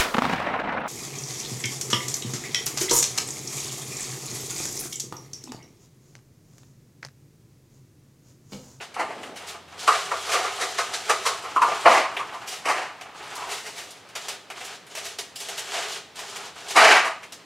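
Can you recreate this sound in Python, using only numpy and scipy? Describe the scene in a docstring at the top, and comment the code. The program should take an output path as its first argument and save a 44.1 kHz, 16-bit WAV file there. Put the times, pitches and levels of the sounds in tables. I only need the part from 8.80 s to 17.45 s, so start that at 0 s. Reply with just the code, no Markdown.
"""In a small, live workshop, wrapped candies are packed into the plastic bins of an organiser case.
Handfuls knock into the bins, exciting the walls and the air inside; twice a full bin clatters into its seat.
Wrappers buckle and crinkle under the fingers, and candies rub and scrape along the plastic.
Beneath lie quiet room noise, a faint hum and, at first, a far engine that slowly gathers speed."""
import sys
import numpy as np
from scipy import signal
from scipy.io import wavfile

SR = 44100
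rng = np.random.default_rng(int(sys.argv[2]) if len(sys.argv) > 2 else 0)


def store_pcm(level_fs):
    """Save levels as 16-bit WAV."""
    pcm = np.round(np.clip(level_fs, -1, 1) * 32767).astype(np.int16)
    wavfile.write(sys.argv[1], SR, np.atleast_2d(pcm).T)


N = 381465

# Event levels are relative: each source adds its own offsets.
# finger strokes through the candies: start_s, length_s, rustle_db, drag_db
STROKES = [(-0.02, 0.034, -34, -43.5), (0.213, 0.26, -47.5, -44), (0.586, 0.13, -42, -41),
           (0.892, 0.054, -51, -44.5), (0.966, 1.6, -35, -42.5), (2.587, 0.29, -42, -41.5),
           (2.814, 0.34, -35.5, -32.5), (3.268, 0.36, -46.5, -38), (3.763, 0.67, -61, -44),
           (4.335, .13, -43.5, -39.5), (4.452, 0.33, -40.5, -37), (4.797, 0.37, -49, -66),
           (5.206, .14, -61, -50), (5.353, 0.17, -38, -47), (5.743, 0.18, -38.5, -48.5),
           (6.08, 0.24, -42, -73), (6.6, 0.4, -38, -56), (6.853, 0.31, -33, -53), (7.341, 0.33, -39, -44.5),
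           (7.736, 0.17, -41.5, -47), (7.84, 0.11, -35, -43)]
# wrapper snaps: start_s, fizz_db, crackle_re_fizz_db, scatter_s
CRINKLES = [(0.142, -45, 0.5, 0.0018), (0.433, -46.5, 6, .002), (0.564, -41, -1, 0.016),
            (0.679, -38, -6, 0.02), (0.881, -57.5, 4, 0.0013), (0.999, -48, -19, .014),
            (1.518, -25.5, -1.5, 0.019), (3.367, -45.5, 16, 0.00088), (3.529, -55, 10, .003),
            (3.68, -34, -5.5, 0.014), (3.726, -35.5, -1.5, 0.037), (4.211, -44, 3, 0.0012),
            (4.554, -39.5, -19, 0.0033), (4.715, -32, -2, 0.057), (4.865, -38, 0, 0.036),
            (4.973, -36.5, -2, 0.05), (5.107, -45, -21, .0015), (5.289, -52, -4, .003),
            (5.355, -34, -1.5, 0.0036), (5.484, -32, -4, 0.0018), (5.701, -42, 4.5, 0.0015),
            (5.808, -45.5, 4, 0.0061), (5.848, -41, -23, 0.0018), (6.067, -51.5, 0, 0.0018),
            (6.152, -37, -3.5, 0.0029), (6.172, -36, -2, 0.011), (6.21, -46.5, 1, 0.011),
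            (6.253, -35, -5.5, 0.024), (6.388, -31.5, -5.5, 0.0034), (6.559, -37, -11.5, 0.0028),
            (6.6, -35, -9, 0.021), (6.687, -35.5, -4, 0.0065), (6.781, -32, -5.5, 0.012),
            (7.392, -39, 0, 0.0055), (7.56, -37, -2.5, 0.0043), (7.905, -33.5, -3.5, 0.0057),
            (8.429, -47, 4, 0.0059), (8.523, -40.5, -7, 0.0014)]
# blows on the bins: start_s, strength_db, ring_re_strength_db, hardness_db (relative treble), scatter_s
KNOCKS = [(0.167, -32.5, -4, -26, 0.0081), (0.197, -24.5, -5.5, -13, 0.014), (0.304, -35, -11, -17, .02),
          (0.745, -42.5, -0.5, -16, 0.0067), (1.078, -21, 10, -4, 0.004), (1.315, -27.5, 4.5, -10, .0067),
          (1.492, -31.5, 2.5, -1, 0.029), (1.542, -29.5, 9, -3, .008), (1.64, -38.5, 11, -4, .015),
          (1.817, -29, 0, 1, 0.022), (1.985, -26.5, 3, -1, 0.0057), (2.138, -35.5, -4, 7, 0.0051),
          (2.297, -21, 3.5, -3, 0.01), (2.461, -28, 6.5, 4, 0.011), (2.642, -37, 5, -8, 0.02),
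          (2.762, -29, 14.5, -10.5, 0.0018), (2.821, -23.5, 11, -8, 0.0055),
          (3.06, -7.5, -3.5, -26, 0.0054), (3.369, -44, -15, 1, 0.0028), (3.395, -35, 8.5, -9, 0.0033),
          (3.545, -45.5, 11.5, -3, 0.0099), (3.857, -28, 1, -6.5, 0.0045),
          (3.888, -21.5, -0.5, -7.5, 0.025), (5.768, -52, 8, -13, .004), (7.963, -16, 1.5, -5, 0.0067),
          (8.255, -28, 0, -6.5, 0.02), (8.305, -48, 9, -8, 0.0081)]
# course of the far engine: time_s, firing_hz, level_db
ENGINE_COURSE = [(.3,76,-80),(.6,82,-65),(.95,86,-60),(1.2,88,-68),(1.6,90,-59),(2.2,94,-73),(2.55,96,-63),(3.4,101,-86)]
# loose candies in a jolted bin: start_s, length_s, boom_db, clack_db, fizz_db
RATTLES = [(1.105, 0.013, -33, -31.5, -33.5), (1.535, 0.074, -30.5, -33.5, -36),
           (2.857, 0.01, -30, -38, -42.5), (3.07, 0.072, -20.5, -23, -30.5),
           (3.938, 0.036, -34, -33.5, -42), (6.913, 0.038, -35.5, -35, -35),
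           (7.97, 0.14, -16, -14.5, -23.5)]
# settling times of a rattle: boom_s, ring_s, clack_s, fizz_s
SETTLE_TIMES = [0.067, 0.13, 0.089, 0.076]

# spectral shapes of the sources: frequency_hz, gain_db
ROOM_NOISE_SPECTRUM = [(20,-34),(50,-31),(80,0),(170,1),(260,-0.5),(500,1.5),(1200,-2.5),(4000,-7.5),(15000,-31)]
FIZZ_SPECTRUM = [(1500,-33),(3000,7),(4000,6.5),(6500,3.5),(8000,0),(10000,-3.5),(12500,-11.5),(15500,-21)]  # wrapper film
CRACKLE_SPECTRUM = [(100,-11),(270,-29.5),(410,9.5),(520,-1),(680,7.5),(1000,3),(1500,4.5),(2200,7),(3300,5),(8000,-32.5)]  # wrapper folds
RUB_SPECTRUM = [(150,-9.5),(410,-5.5),(530,-5),(720,3),(1100,5),(1550,0.5),(3000,-6),(9000,-49)]  # candies dragging on plastic
SHIFT_SPECTRUM = [(60,-65),(130,-1),(320,4),(850,4.5),(1500,-51)]  # case shifting on the bench
BIN_SPECTRUM = [(30,-53),(90,-29),(160,-32.5),(250,-16),(340,-10),(420,-7),(550,-6),(660,2),(930,-1.5),(1150,-7),(2000,-70)]  # bin walls
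SMALL_BIN_SPECTRUM = [(60,-69),(220,-31),(300,-11),(410,0),(490,4.5),(580,0),(740,8),(900,-2.5),(1200,-15),(2000,-56)]  # walls of the small bin
CLACK_SPECTRUM = [(700,-32.5),(1400,18.5),(2050,19.5),(3000,13.5),(3600,0),(4300,5.5),(6000,-2.5),(10000,-34.5)]  # colliding candies

# resonant modes of the case: pitch_hz, level_db
CASE_MODES = [(385,-2),(436,-1),(503,-3),(651,0),(684,0),(745,0),(853,-2),(935,-2),(1197,1),(1275,0),(2000,-2),(2255,-3)]
# reverberation time of the workshop: frequency_hz, t60_s
ROOM_T60 = [(60,0.2),(300,0.45),(3000,0.47),(7000,0.42),(14000,0.3)]
# stereo width of the reflections: frequency_hz, side_re_mid_db
STEREO_WIDTH = [(600,-27.5),(1500,-26),(3500,-17),(7000,-13.5),(14000,-19)]

LEAD = 2205  # samples of first touches before a main contact


def amp(db):
    """Amplitude ratio of a level in decibels."""
    return 10 ** (np.asarray(db) / 20)


def unit(x):
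    """Normalisation to an rms of 1."""
    return x / np.sqrt(np.mean(x ** 2) + 1e-20)


def read(points, hz):
    """Interpolation of a table on a logarithmic frequency axis."""
    table_hz, values = np.transpose(points)
    return np.interp(np.log(hz + 1), np.log(table_hz + 1), values)


def add(mix, start_s, sound):
    """Superposition of a sound on the mix."""
    part = mix[max(round(start_s * SR), 0):][:len(sound)]
    part += sound[:len(part)]


def colour(spectrum, size=2048):
    """Minimum-phase impulse response of a spectrum."""
    hz = abs(np.fft.fftfreq(size, 1 / SR))
    log_gain = np.log(amp(read(spectrum, hz)))
    transfer = np.exp(np.conj(signal.hilbert(log_gain)))
    return np.fft.ifft(transfer).real[:size // 2]


def through(x, response):
    """Convolution, cut to the length of the input."""
    return signal.fftconvolve(x, response)[:len(x)]


def swell(t, length_s, attack_s=0.019, release_s=0.027):
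    """Envelope of a movement: linear attack from t = 0, hold, Gaussian release."""
    return np.clip(t / attack_s, 0, 1) * np.exp(-(np.maximum(t - length_s, 0) / release_s) ** 2)


def workshop_path(direct_db=-12, early_db=3, early_s=0.02, case_db=-17, case_t60_s=0.26, size=24000):
    """Impulse response from case to microphone: direct sound, reverberation and the case's damped modes."""
    t = np.arange(size) / SR
    hz, frame_s, noise = signal.stft(rng.standard_normal(size), SR, nperseg=256)
    decay = amp(-60 * frame_s / read(ROOM_T60, hz)[:, None])
    tail = signal.istft(noise * decay, SR, nperseg=256)[1][:size]
    tail *= 1 + amp(early_db) * np.exp(-(t / early_s) ** 2 / 2)  # reflections from bench and lid
    ring = sum(amp(db - 60 * t / case_t60_s) * np.sin(2 * np.pi * (pitch_hz * t + rng.random()))
               for pitch_hz, db in CASE_MODES)
    path = tail / np.linalg.norm(tail) + amp(case_db) * ring / np.linalg.norm(ring)
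    path[0] += amp(direct_db)
    return path


def heard(clicks, paths, spots=4):
    """Propagation depends on position: each spot of contact has its own path to the microphone."""
    spot = rng.integers(0, spots, len(clicks))
    chosen = rng.permutation(len(paths))[:spots]
    return sum(through(paths[p], clicks * (spot == k)) for k, p in enumerate(chosen))


def voiced(excitation, response, level_db, window=1760):
    """Source and filter: a driven response, set to an rms level over `window` samples after LEAD."""
    sound = through(excitation, response)
    return amp(level_db) * sound / np.sqrt(np.mean(sound[LEAD:LEAD + window] ** 2))


def impulse_sizes(spread_db, size):
    """Clipped log-normal amplitudes of either sign."""
    return amp(spread_db * np.clip(rng.standard_normal(size), -2, 2)) * rng.choice([-1, 1], size)


def contacts(scatter_s, per_s, spread_db, swarm_db, rise_ratio, size=8000):
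    """A main impulse within a Poisson swarm that grows and decays exponentially."""
    t = (np.arange(size) - LEAD) / SR
    envelope = np.exp(-np.maximum(t, -t / rise_ratio) / max(scatter_s, 0.001))
    clicks = amp(swarm_db) * impulse_sizes(spread_db, size) * envelope * (rng.random(size) < per_s / SR)
    clicks[LEAD] = 1
    return clicks


def grains(envelope, spectrum, per_s, spread_db, spots=5, tint_db=2.5):
    """Shot noise: tiny contacts, a few of them large, at spots with their own tint and echoes."""
    sizes = amp(spread_db * np.minimum(rng.exponential(1, N), 4)) * rng.choice([-1, 1], N)
    clicks = envelope * unit(sizes * (rng.random(N) < per_s / SR))
    spot, out = rng.integers(0, spots, N), np.zeros(N)
    for k in range(spots):
        tinted = [(hz, db + tint_db * rng.standard_normal()) for hz, db in spectrum]
        path = through(workshop_path(), colour(tinted))
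        out += through(clicks * (spot == k), path / np.linalg.norm(path))
    return out


def room_noise(level_db=-50.5):
    """Stationary coloured noise: the quiet background of the room."""
    return amp(level_db) * unit(through(rng.standard_normal(N), colour(ROOM_NOISE_SPECTRUM, size=8192)))


def hum(pitch_hz=172.3, level_db=-72):
    """A pure tone, heard as a faint, steady hum."""
    return amp(level_db) * unit(np.sin(2 * np.pi * pitch_hz * np.arange(N) / SR))


def stirring(fizz_db=-4, crackle_db=-4, rub_db=-1, shift_start_s=0.17, shift_db=-42.5):
    """Sliding friction: wrapper on wrapper, candy on plastic and, once, the case on the bench."""
    t, rustle, drag = np.arange(N) / SR, np.zeros(N), np.zeros(N)
    for start_s, length_s, rustle_db, drag_db in STROKES:
        stroke = swell(t - start_s, length_s)
        rustle = np.maximum(rustle, amp(rustle_db) * stroke)
        drag = np.maximum(drag, amp(drag_db) * stroke)
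    shift = amp(shift_db) * swell(t - shift_start_s, length_s=0.36)
    return (amp(fizz_db) * grains(rustle, FIZZ_SPECTRUM, per_s=600, spread_db=4)
            + amp(crackle_db) * grains(rustle, CRACKLE_SPECTRUM, per_s=500, spread_db=3)
            + amp(rub_db) * grains(drag, RUB_SPECTRUM, per_s=300, spread_db=4.5)
            + grains(shift, SHIFT_SPECTRUM, per_s=150, spread_db=0.5))


def crinkles(paths, fizz_offset_db=-1, taut_db=22):
    """Buckling: a wrapper snaps in a short run of creases, the brighter the tauter its film."""
    out = np.zeros(N)
    film, fold = colour(FIZZ_SPECTRUM), colour(CRACKLE_SPECTRUM)
    for start_s, fizz_db, crackle_db, scatter_s in CRINKLES:
        snap = heard(contacts(scatter_s, per_s=700, spread_db=0.5, swarm_db=11.5, rise_ratio=0.5), paths)
        tautness = np.clip(-crackle_db / taut_db, 0, 1)  # a taut wrapper has little crackle
        taut_film = signal.lfilter([1, -tautness], 1, film)
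        fizz = voiced(snap, taut_film, fizz_db + fizz_offset_db)
        crackle = voiced(snap, fold, fizz_db + crackle_db)
        add(out, start_s - LEAD / SR, fizz + crackle)
    return out


def hollow(detune, nominal_hz=1140, bandwidth_hz=340):
    """Cavity resonance: the air in a bin rings broadly, detuned by the filling."""
    t = np.arange(1024) / SR
    flow = t * np.exp(-np.pi * bandwidth_hz * t) * np.sin(2 * np.pi * nominal_hz * (1 + detune) * t)
    return np.diff(flow, prepend=0)  # the opening radiates the change of flow


def bin_responses(time_s, small_from_s=1, small_to_s=2.7, max_detune=0.06, muffle_hz=12500):
    """Impulse responses of the bin in use: walls, cavity, candies, and wrappers shaded by the bin."""
    walls = colour(SMALL_BIN_SPECTRUM if small_from_s < time_s < small_to_s else BIN_SPECTRUM)
    cavity = hollow(max_detune * (2 * rng.random() - 1))
    wrappers = signal.lfilter(*signal.butter(2, muffle_hz, fs=SR), colour(FIZZ_SPECTRUM))
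    return walls, cavity, colour(CLACK_SPECTRUM), wrappers


def knocks(paths, boom_db=-3.26, ring_offset_db=-3.24, clack_share=0.36, fizz_offset_db=-1):
    """Impact excitation: as candies land, walls boom, the cavity rings, pieces clack, wrappers fizz."""
    out = np.zeros(N)
    for start_s, strength_db, ring_db, hardness_db, scatter_s in KNOCKS:
        blow = heard(contacts(scatter_s, per_s=750, spread_db=1.5, swarm_db=0, rise_ratio=0.78), paths)
        levels_db = (boom_db, ring_db + ring_offset_db,
                     clack_share * hardness_db, hardness_db + fizz_offset_db)
        parts = zip(bin_responses(start_s), levels_db)
        add(out, start_s - LEAD / SR, sum(voiced(blow, part, strength_db + db) for part, db in parts))
    return out


def far_engine(gain_db=2, second_harmonic_db=-6):
    """Transmission loss: only the engine's two lowest harmonics pass the walls."""
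    time_s, firing_hz, level_db = np.transpose(ENGINE_COURSE)
    t = np.arange(N) / SR
    phase = 2 * np.pi * np.cumsum(np.interp(t, time_s, firing_hz)) / SR
    tone = unit(np.sin(phase) + amp(second_harmonic_db) * np.sin(2 * phase))
    return amp(np.interp(t, time_s, level_db) + gain_db) * tone


def rattles(paths, per_s=600, spread_db=4, jolt_s=0.004, ring_re_boom_db=-6, size=36000):
    """Inelastic collisions: jolted candies bounce and settle; boom and fizz fade before clack and ring."""
    out, t = np.zeros(N), (np.arange(size) - LEAD) / SR
    for start_s, length_s, boom_db, clack_db, fizz_db in RATTLES:
        bounces = impulse_sizes(spread_db, size) * (rng.random(size) < per_s / SR)
        levels_db = boom_db, boom_db + ring_re_boom_db, clack_db, fizz_db
        for part, level_db, settle_s in zip(bin_responses(start_s), levels_db, SETTLE_TIMES):
            shower = heard(bounces * swell(t, length_s, jolt_s, settle_s), paths)
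            add(out, start_s - LEAD / SR, voiced(shower, part, level_db, window=4400))
    return out


def scrape(paths, start_s=4.53, length_s=0.15, level_db=-41.5, per_s=500, size=36000):
    """Stick-slip friction: the tiny slips of a candy pushed along a wall keep the cavity ringing."""
    out, t = np.zeros(N), (np.arange(size) - LEAD) / SR
    slips = rng.standard_normal(size) * (rng.random(size) < per_s / SR)
    stroke = heard(slips * swell(t, length_s), paths)
    add(out, start_s - LEAD / SR, voiced(stroke, hollow(detune=-0.1), level_db, window=4400))
    return out


def scene(noise_side_db=-13):
    """Mid-side stereo: two close microphones differ a little in treble reflections and room noise."""
    paths = [workshop_path() for _ in range(16)]
    packing = knocks(paths) + rattles(paths) + crinkles(paths) + scrape(paths) + stirring()
    mid = packing + far_engine() + hum() + room_noise()
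    reflections = rng.standard_normal(5000) * np.exp(-np.arange(5000) / 1100)
    reflected = through(mid, reflections / np.linalg.norm(reflections))
    side = through(reflected, colour(STEREO_WIDTH)) + amp(noise_side_db) * room_noise()
    return np.array([mid + side, mid - side])


def record(dry, ceiling=1.15, low_cut_hz=70, high_cut_hz=15800):
    """Soft saturation rounds the loudest peaks; two filters then limit the band."""
    rounded = ceiling * np.tanh(dry / ceiling)
    high_pass = signal.butter(1, low_cut_hz, "high", fs=SR, output="sos")
    low_pass = signal.firwin(255, high_cut_hz, window=("kaiser", 9), fs=SR)
    return signal.oaconvolve(signal.sosfilt(high_pass, rounded), low_pass[None], "same")


dry = scene()
out = record(dry)
store_pcm(out)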